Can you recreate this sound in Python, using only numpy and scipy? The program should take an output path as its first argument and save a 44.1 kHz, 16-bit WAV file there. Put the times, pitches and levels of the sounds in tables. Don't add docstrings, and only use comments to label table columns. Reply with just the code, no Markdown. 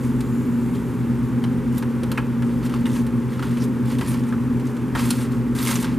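import sys
import numpy as np
from scipy import signal
from scipy.fft import rfft, irfft, next_fast_len
from scipy.io import wavfile

SR = 44100
rng = np.random.default_rng(int(sys.argv[2]) if len(sys.argv) > 2 else 0)


def master_out(mix):
    frames = np.transpose(np.atleast_2d(mix))
    ceiling = np.clip(frames, -1, 1)
    pcm = np.round(ceiling * 32767).astype(np.int16)
    wavfile.write(sys.argv[1], SR, pcm)


N = 263718
TIME = np.arange(N) / SR
FFT_SIZE = next_fast_len(N + SR // 2)
FREQS = np.maximum(np.fft.rfftfreq(FFT_SIZE, 1 / SR), 1)
FLAT = np.ones(len(FREQS))


def from_db(db):
    return 10 ** (np.asarray(db) / 20)


def unit_rms(x):
    return x / np.sqrt(np.mean(x ** 2) + 1e-20)


def over_hz(points):
    hz, value = np.transpose(points)
    return np.interp(np.log(FREQS), np.log(hz), value)


def drift(corner_hz):
    spectrum = rfft(rng.standard_normal(FFT_SIZE)) / (1 + (FREQS / corner_hz) ** 2)
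    return unit_rms(irfft(spectrum, FFT_SIZE)[:N])


def resonance(hz, width_hz):
    return 1 / np.sqrt(1 + ((FREQS ** 2 - hz ** 2) / (FREQS * width_hz)) ** 2)


def narrow_noise(hz, width_hz, size):
    radius = np.exp(-np.pi * width_hz / SR)
    poles = [1, -2 * radius * np.cos(2 * np.pi * hz / SR), radius * radius]
    once = signal.lfilter([1, 0, -1], poles, rng.standard_normal((2, size)))
    return unit_rms(signal.lfilter([1, 0, -1], poles, once))


def decaying_noise(t60_s):
    t = np.arange(SR // 2) / SR
    tail = rng.standard_normal((2, len(t))) * from_db(-60 * t / t60_s)
    return tail / np.sqrt(np.sum(tail ** 2, axis=1, keepdims=True))


# frequency in Hz, coherence from 0 to 1.
NEAR_COHERENCE = [(300, 0.88), (1000, 0.95), (2500, 1), (4500, 1), (7000, 0.95), (10000, 0.4), (15000, .42)]

def coloured(pair, gain=FLAT, coherence=NEAR_COHERENCE):
    cepstrum = irfft(np.log(unit_rms(gain) + 1e-6), FFT_SIZE)
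    cepstrum[1:FFT_SIZE // 2] *= 2
    cepstrum[FFT_SIZE // 2 + 1:] = 0
    mid, side = rfft(pair, FFT_SIZE) * np.exp(rfft(cepstrum))
    alike = np.clip(over_hz(coherence), 0, 1)
    stereo = np.sqrt((1 + alike) / 2) * mid + np.sqrt((1 - alike) / 2) * side * [[1], [-1]]
    return irfft(stereo, FFT_SIZE)[:, :N]


def kitchen_reverb(direct, delay_s, t60_s, level_db):
    tail = np.pad(decaying_noise(t60_s), ((0, 0), (int(delay_s * SR), 0)))
    reflected = signal.fftconvolve(direct.mean(axis=0, keepdims=True), tail)[:, :N]
    return from_db(level_db) * coloured(reflected)


# frequency in Hz, relative density in dB.
AIR_SPECTRUM = [(25, -21), (50, -7), (90, 2), (150, -5), (300, 2), (430, -5.5), (590, -14), (690, -26),
                (860, -12.5), (1400, -17), (2300, -25), (4400, -38.5), (10000, -39.5), (15500, -41.5)]
# frequency in Hz, nominal width in Hz, rms level in dB.
DUCT_MODES = [(126.1, 15, -38), (172, 19, -43.5), (213.3, 25, -36), (238.5, 11.5, -34), (253.3, 26.7, -32),
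              (371.4, 17, -44.5), (416, 16.4, -43.5), (925, 50, -77), (1118, 6.3, -57.5)]
# frequency in Hz, coherence from 0 to 1.
AIR_COHERENCE = [(25, 0.55), (60, 0.99), (130, 1), (300, 0.97), (650, 0.83), (1300, 0.89), (2600, 1),
                 (4500, 1), (7000, 0.74), (10000, 0.43), (15000, .42)]

def extractor(rush_db):
    rush_power = (from_db(rush_db) * unit_rms(from_db(over_hz(AIR_SPECTRUM)))) ** 2
    duct_power = sum((from_db(db) * unit_rms(resonance(hz, width_hz * 1.45) ** 2)) ** 2
                     for hz, width_hz, db in DUCT_MODES)
    power = rush_power + duct_power
    return np.sqrt(power.mean()) * coloured(rng.standard_normal((2, N)), np.sqrt(power), AIR_COHERENCE)


# frequency in Hz, rms level in dB, waver as a share of the amplitude.
MOTOR_TONES = [(55.8, -48, .2), (57.9, -46.5, 0.17), (120.07, -33.5, 0.44), (128.47, -28.5, 0.047),
               (175.5, -40, 0.53), (235.9, -25.5, 0.13), (257, -33.5, 0.39), (385, -50.5, 0.44),
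               (473, -52.5, 0.22), (515, -57, 0.46), (519, -51.5, 0.61), (772, -60, 0.58)]

def motors(waver_hz):
    hum = 0
    for hz, db, waver in MOTOR_TONES:
        phase = 2 * np.pi * (hz * TIME + rng.random())
        sway = waver / np.sqrt(2)
        in_phase = (1 + sway * drift(waver_hz)) * np.cos(phase)
        quadrature = sway * drift(waver_hz) * np.sin(phase)
        hum = hum + from_db(db) * np.sqrt(2) * (in_phase + quadrature)
    return hum


# frequency in Hz, relative density in dB.
SLITHER_SPECTRUM = [(2500, -9), (5600, -13), (7000, 0), (8200, -3), (12000, -2), (15500, -7)]

def slither(level_db, hold_s, fade_db_per_s):
    envelope = from_db(level_db - fade_db_per_s * np.maximum(TIME - hold_s, 0))
    return envelope * coloured(rng.standard_normal((2, N)), from_db(over_hz(SLITHER_SPECTRUM)))


def mitt_swish(middle_s, half_width_s, hz, width_hz, peak_db):
    envelope = from_db(peak_db) * np.exp(-((TIME - middle_s) / half_width_s) ** 2)
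    return coloured(envelope * narrow_noise(hz, width_hz, N))


# middle in seconds, length in seconds, pitch in Hz, peak in dB.
GLOVE_SQUEAKS = [(2.961, 0.053, 6200, -51), (3.621, 0.02, 5200, -42.5), (4.092, 0.028, 10000, -37.5),
                 (5.23, 0.035, 8150, -47), (5.635, 0.025, 12500, -33)]

def squeaking(width_share):
    out, t = np.zeros((2, N + SR)), np.arange(SR // 4) / SR
    for middle_s, length_s, hz, db in GLOVE_SQUEAKS:
        swell = np.exp(-2 * ((t - t.mean()) / length_s) ** 2)
        at = int((middle_s - t.mean()) * SR)
        out[:, at:at + len(t)] += from_db(db) * swell * narrow_noise(hz, width_share * hz, len(t))
    return coloured(out)


# frequency in Hz, width in Hz, height in dB above the small modes.
PAN_RESONANCES = [(918, 130, 12), (1086, 92, 8.5), (1350, 100, 6.5), (1600, 230, 3), (2000, 100, 2.5),
                  (2420, 130, 1), (3080, 340, 3), (3470, 260, 0.5), (4370, 210, 0.5), (5800, 400, 0.5),
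                  (8300, 1000, 2.5), (9950, 710, 1)]

def pan_response():
    return 1 + sum((from_db(db) - 1) * resonance(hz, width_hz) ** 2
                   for hz, width_hz, db in PAN_RESONANCES)


ONSET_SAMPLES = SR // 80
# start in seconds, level in dB, hardness in dB,
# pitch of the struck spot in Hz, level of its ring in dB.
FOIL_SNAPS = [ (0.2055, -42.5, 1, 3420, -56), (1.4391, -40.5, -6.5, 3590, -46),
              (1.78, -47, 4, 12300, -37.5), (1.8248, -42, -5, 1620, -38.5), (2.033, -41.5, -1, 442, -26),
              (2.116, -35.5, -2.5, 11400, -41.5), (2.1751, -38, -8, 2260, -29.5),
              (2.179, -43.5, -12, 1494, -27.5), (2.422, -43.5, -7.5, 1440, -41),
              (2.6943, -45.5, -5, 10500, -54), (2.7388, -41, -5, 1027, -32.5),
              (2.856, -42, -5.5, 3350, -39), (2.866, -44.5, 1, 1830, -38.5), (3.065, -47, 0.5, 10800, -55),
              (3.393, -44.5, -5, 1390, -34.5), (3.4248, -39, -7, 1350, -34.5),
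              (3.571, -45.5, -4, 2650, -45), (3.985, -42.5, 0, 3400, -47), (4.01, -37, -6, 1730, -39),
              (4.1397, -42, -4, 4730, -55), (4.236, -48.5, -5, 6030, -57), (4.325, -51, -12, 1380, -36.5),
              (4.597, -54.5, 3, 9000, -58), (4.668, -56, -1, 6950, -50.5), (4.766, -49, -4, 6500, -58),
              (4.9499, -37.5, -14, 1130, -43), (4.953, -41, -13, 263, -25), (4.9935, -34.5, -5, 2400, -41),
              (5.1051, -29.5, 6, 9570, -36), (5.587, -39, 2, 4000, -41), (5.6713, -39, 7, 2260, -31),
              (5.71, -31.5, 1, 1420, -38), (5.755, -35.5, 0.5, 6420, -33), (5.827, -36, -1, 8530, -43),
              (5.8442, -38.5, -2, 1410, -37)]

def spot_rings(t60_s, pitch_spread, rise_s, count=10):
    out, t = np.zeros((2, N + SR)), np.arange(SR // 5) / SR
    for start_s, _, _, hz, db in FOIL_SNAPS:
        pitches = hz * (1 + pitch_spread * rng.uniform(-1.01, 1, (count, 1)))
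        modes = np.sin(2 * np.pi * (pitches * t + rng.random((2, count, 1)))).sum(axis=1)
        ring = modes * (1 - np.exp(-t / rise_s)) * from_db(-60 * t / t60_s)
        ring /= np.sqrt(np.mean(ring[:, :ONSET_SAMPLES] ** 2, axis=1, keepdims=True))
        at = int(start_s * SR)
        out[:, at:at + len(t)] += from_db(db) * ring
    return coloured(out)


def snap_bursts(levels_db, rise_s, t60_s, echo_s, echo_db):
    out, t = np.zeros((2, N + SR)), np.arange(SR // 5) / SR
    shiver = (1 - np.exp(-t / rise_s)) * from_db(-60 * t / t60_s)
    echo = from_db(echo_db) * np.interp(t - echo_s, t, shiver, left=0)
    envelope = np.hypot(shiver, echo)
    envelope /= np.sqrt(np.mean(envelope[:ONSET_SAMPLES] ** 2))
    for (start_s, *_), db in zip(FOIL_SNAPS, levels_db):
        at = int(start_s * SR)
        out[:, at:at + len(t)] += from_db(db) * envelope * rng.standard_normal((2, len(t)))
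    return out


# frequency in Hz, relative density in dB.
BODY_SPECTRUM = [(150, -8), (480, 2), (690, -7), (900, -3), (1300, -1.5), (1850, -3), (2500, -12),
                 (6000, -27)]
RIM_SPECTRUM = [(900, -11), (1600, -13), (2100, -1), (2900, 1), (4500, -7), (6000, -11), (15000, -36)]
CRACK_SPECTRUM = [(1500, -44), (3800, 8.5), (5200, 4), (7000, 2.5), (10000, 7), (13000, 0.5), (15500, -5)]

def snapping(pan):
    _, level_db, hardness_db, *_ = np.transpose(FOIL_SNAPS)
    body = snap_bursts(level_db - hardness_db, rise_s=0.00039, t60_s=0.0988, echo_s=0.0045, echo_db=-8)
    rim = snap_bursts(level_db - 1, rise_s=0.0004, t60_s=0.0353, echo_s=0.0068, echo_db=-5)
    crack = snap_bursts(level_db + hardness_db, rise_s=0.00018, t60_s=0.0369, echo_s=0.0044, echo_db=-4.5)
    parts = [(body, BODY_SPECTRUM), (rim, RIM_SPECTRUM), (crack, CRACK_SPECTRUM)]
    return sum(coloured(part, from_db(over_hz(spectrum)) * pan) for part, spectrum in parts)


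def crinkles(per_s, low_hz, high_hz, t60_cycles, spread_db, count=20):
    sizes = from_db(spread_db * np.minimum(rng.exponential(1, N), 3)) * rng.choice([-1, 1], N)
    ticks = sizes * (rng.random(N) < per_s / SR)
    crease = rng.integers(0, count, N)
    out, t = 0, np.arange(SR // 40) / SR
    for k, hz in enumerate(np.geomspace(low_hz, high_hz, count)):
        ring = np.sin(2 * np.pi * (hz * t + rng.random((2, 1)))) * from_db(-60 * t * hz / t60_cycles)
        out = out + signal.oaconvolve([ticks * (crease == k)], unit_rms(ring))[:, :N]
    return unit_rms(out)


def friction(median_per_s, spread_db, t60_s, clump_db, clump_hz, patches):
    sizes = from_db(spread_db * np.minimum(rng.exponential(1, N), 4)) * rng.choice([-1, 1], N)
    slips = sizes * (rng.random(N) < median_per_s / SR * from_db(clump_db * drift(clump_hz)))
    patch = rng.integers(0, patches, N)
    rings = sum(signal.oaconvolve([slips * (patch == k)], decaying_noise(t60_s)[:, :SR // 20])
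                for k in range(patches))
    return unit_rms(rings[:, :N])


def pressure(start_s, press_s, ease_s, depth_db=10, touch_s=0.006, lift_s=0.021):
    t = np.maximum(TIME - start_s, 0)
    arch_db = np.interp(t, [0, press_s, press_s + ease_s], [-depth_db, 0, -depth_db])
    lifted_s = np.clip(t - press_s - ease_s, 0, 20 * lift_s)
    return from_db(arch_db) * np.minimum(t / touch_s, 1) * np.exp(-lifted_s / lift_s)


# frequency in Hz, relative density in dB.
HISS_SPECTRUM = [(700, -27), (2000, -10), (3500, -5.5), (5500, 0), (8000, 1.5), (11000, 2.5), (13000, 0.5),
                 (15500, -5)]
DRAG_SPECTRUM = [(300, -31), (550, 7.5), (700, -12.5), (880, -4.5), (1400, 1), (2400, -0.5), (4200, -4),
                 (7000, -16), (15000, -45)]
# start in seconds, pressing time in seconds,
# easing time in seconds, peak hiss level in dB, peak drag level in dB.
FINGER_STROKES = [ (0.0, 0.043, 0.053, -47, -50), (0.73, 0.022, .035, -48, -49),
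                  (1.72, .06, 0.042, -44, -50), (2.45, 0.045, 0.15, -54.5, -52),
                  (2.62, 0.045, 0.015, -42.5, -40.5), (2.69, .06, 0.08, -52, -43),
                  (2.85, 0.12, 0.044, -42, -41), (3.29, 0.032, 0.09, -50, -45.5),
                  (3.41, 0.028, 0.15, -46.5, -40.5), (3.58, 0.061, 0.018, -43, -40.5),
                  (3.849, 0.072, 0.042, -42, -38), (3.979, 0.11, 0.11, -40.5, -38.5),
                  (4.26, 0.028, .02, -46.5, -48), (4.65, .025, .05, -53, -49),
                  (4.952, 0.039, 0.22, -37, -34), (5.02, 0.042, 0.054, -37.5, -36),
                  (5.17, 0.054, 0.045, -42, -38), (5.305, 0.016, .04, -49, -44.5),
                  (5.546, 0.14, .14, -30, -30), (5.668, .012, 0.046, -29, -30.5),
                  (5.83, .015, 0.11, -48, -37.5)]

def scraping(pan, creep_hiss_db, creep_drag_db, ticks_over_hiss_db):
    hiss_power, drag_power = from_db(creep_hiss_db) ** 2, from_db(creep_drag_db) ** 2
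    for start_s, press_s, ease_s, hiss_db, drag_db in FINGER_STROKES:
        push = pressure(start_s, press_s, ease_s)
        hiss_power = hiss_power + (from_db(hiss_db) * push) ** 2
        drag_power = drag_power + (from_db(drag_db) * push) ** 2
    fine = friction(median_per_s=3000, spread_db=3, t60_s=0.025, clump_db=3, clump_hz=61, patches=12)
    coarse = friction(median_per_s=1000, spread_db=3.5, t60_s=0.049, clump_db=1, clump_hz=40, patches=7)
    creases = crinkles(per_s=120, low_hz=1980, high_hz=13000, t60_cycles=25, spread_db=2)
    hiss = coloured(np.sqrt(hiss_power) * fine, from_db(over_hz(HISS_SPECTRUM)) * pan)
    drag = coloured(np.sqrt(drag_power) * coarse, from_db(over_hz(DRAG_SPECTRUM)) * pan)
    ticks = coloured(np.sqrt(hiss_power) * from_db(ticks_over_hiss_db) * creases, pan)
    return hiss + drag + ticks


def scene():
    pan = pan_response()
    foil = scraping(pan, creep_hiss_db=-58.5, creep_drag_db=-57, ticks_over_hiss_db=-7)
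    foil += squeaking(width_share=0.25)
    foil += slither(level_db=-54.5, hold_s=0.86, fade_db_per_s=28)
    foil += mitt_swish(middle_s=0.35, half_width_s=0.12, hz=7100, width_hz=850, peak_db=-59.5)
    foil += snapping(pan)
    foil += spot_rings(t60_s=0.0494, pitch_spread=0.1734, rise_s=0.00049)
    reverb = kitchen_reverb(foil, delay_s=0.008, t60_s=0.28, level_db=-12)
    return foil + reverb + motors(waver_hz=2.6) + extractor(rush_db=-31.5)


# frequency in Hz, left minus right in dB.
PORT_BALANCE = [(60, 0), (125, .6), (250, .3), (2000, 0), (5000, -.4), (9000, -1.5), (15000, -1.8)]
# frequency in Hz, lead of the left in radians.
PORT_LEAD = [(55, 0.64), (125, 0.63), (240, 0.31), (520, 0.16), (1100, 0)]

def record(dry):
    left_gain = from_db(over_hz(PORT_BALANCE) / 2) * np.exp(0.5j * over_hz(PORT_LEAD))
    heard = irfft(rfft(dry, FFT_SIZE) * np.array([left_gain, 1 / left_gain]), FFT_SIZE)[:, :N]
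    low_pass = signal.ellip(12, 0.1, 90, 15000, fs=SR, output="sos")
    return signal.sosfilt(low_pass, heard)


dry = scene()
out = record(dry)
master_out(out)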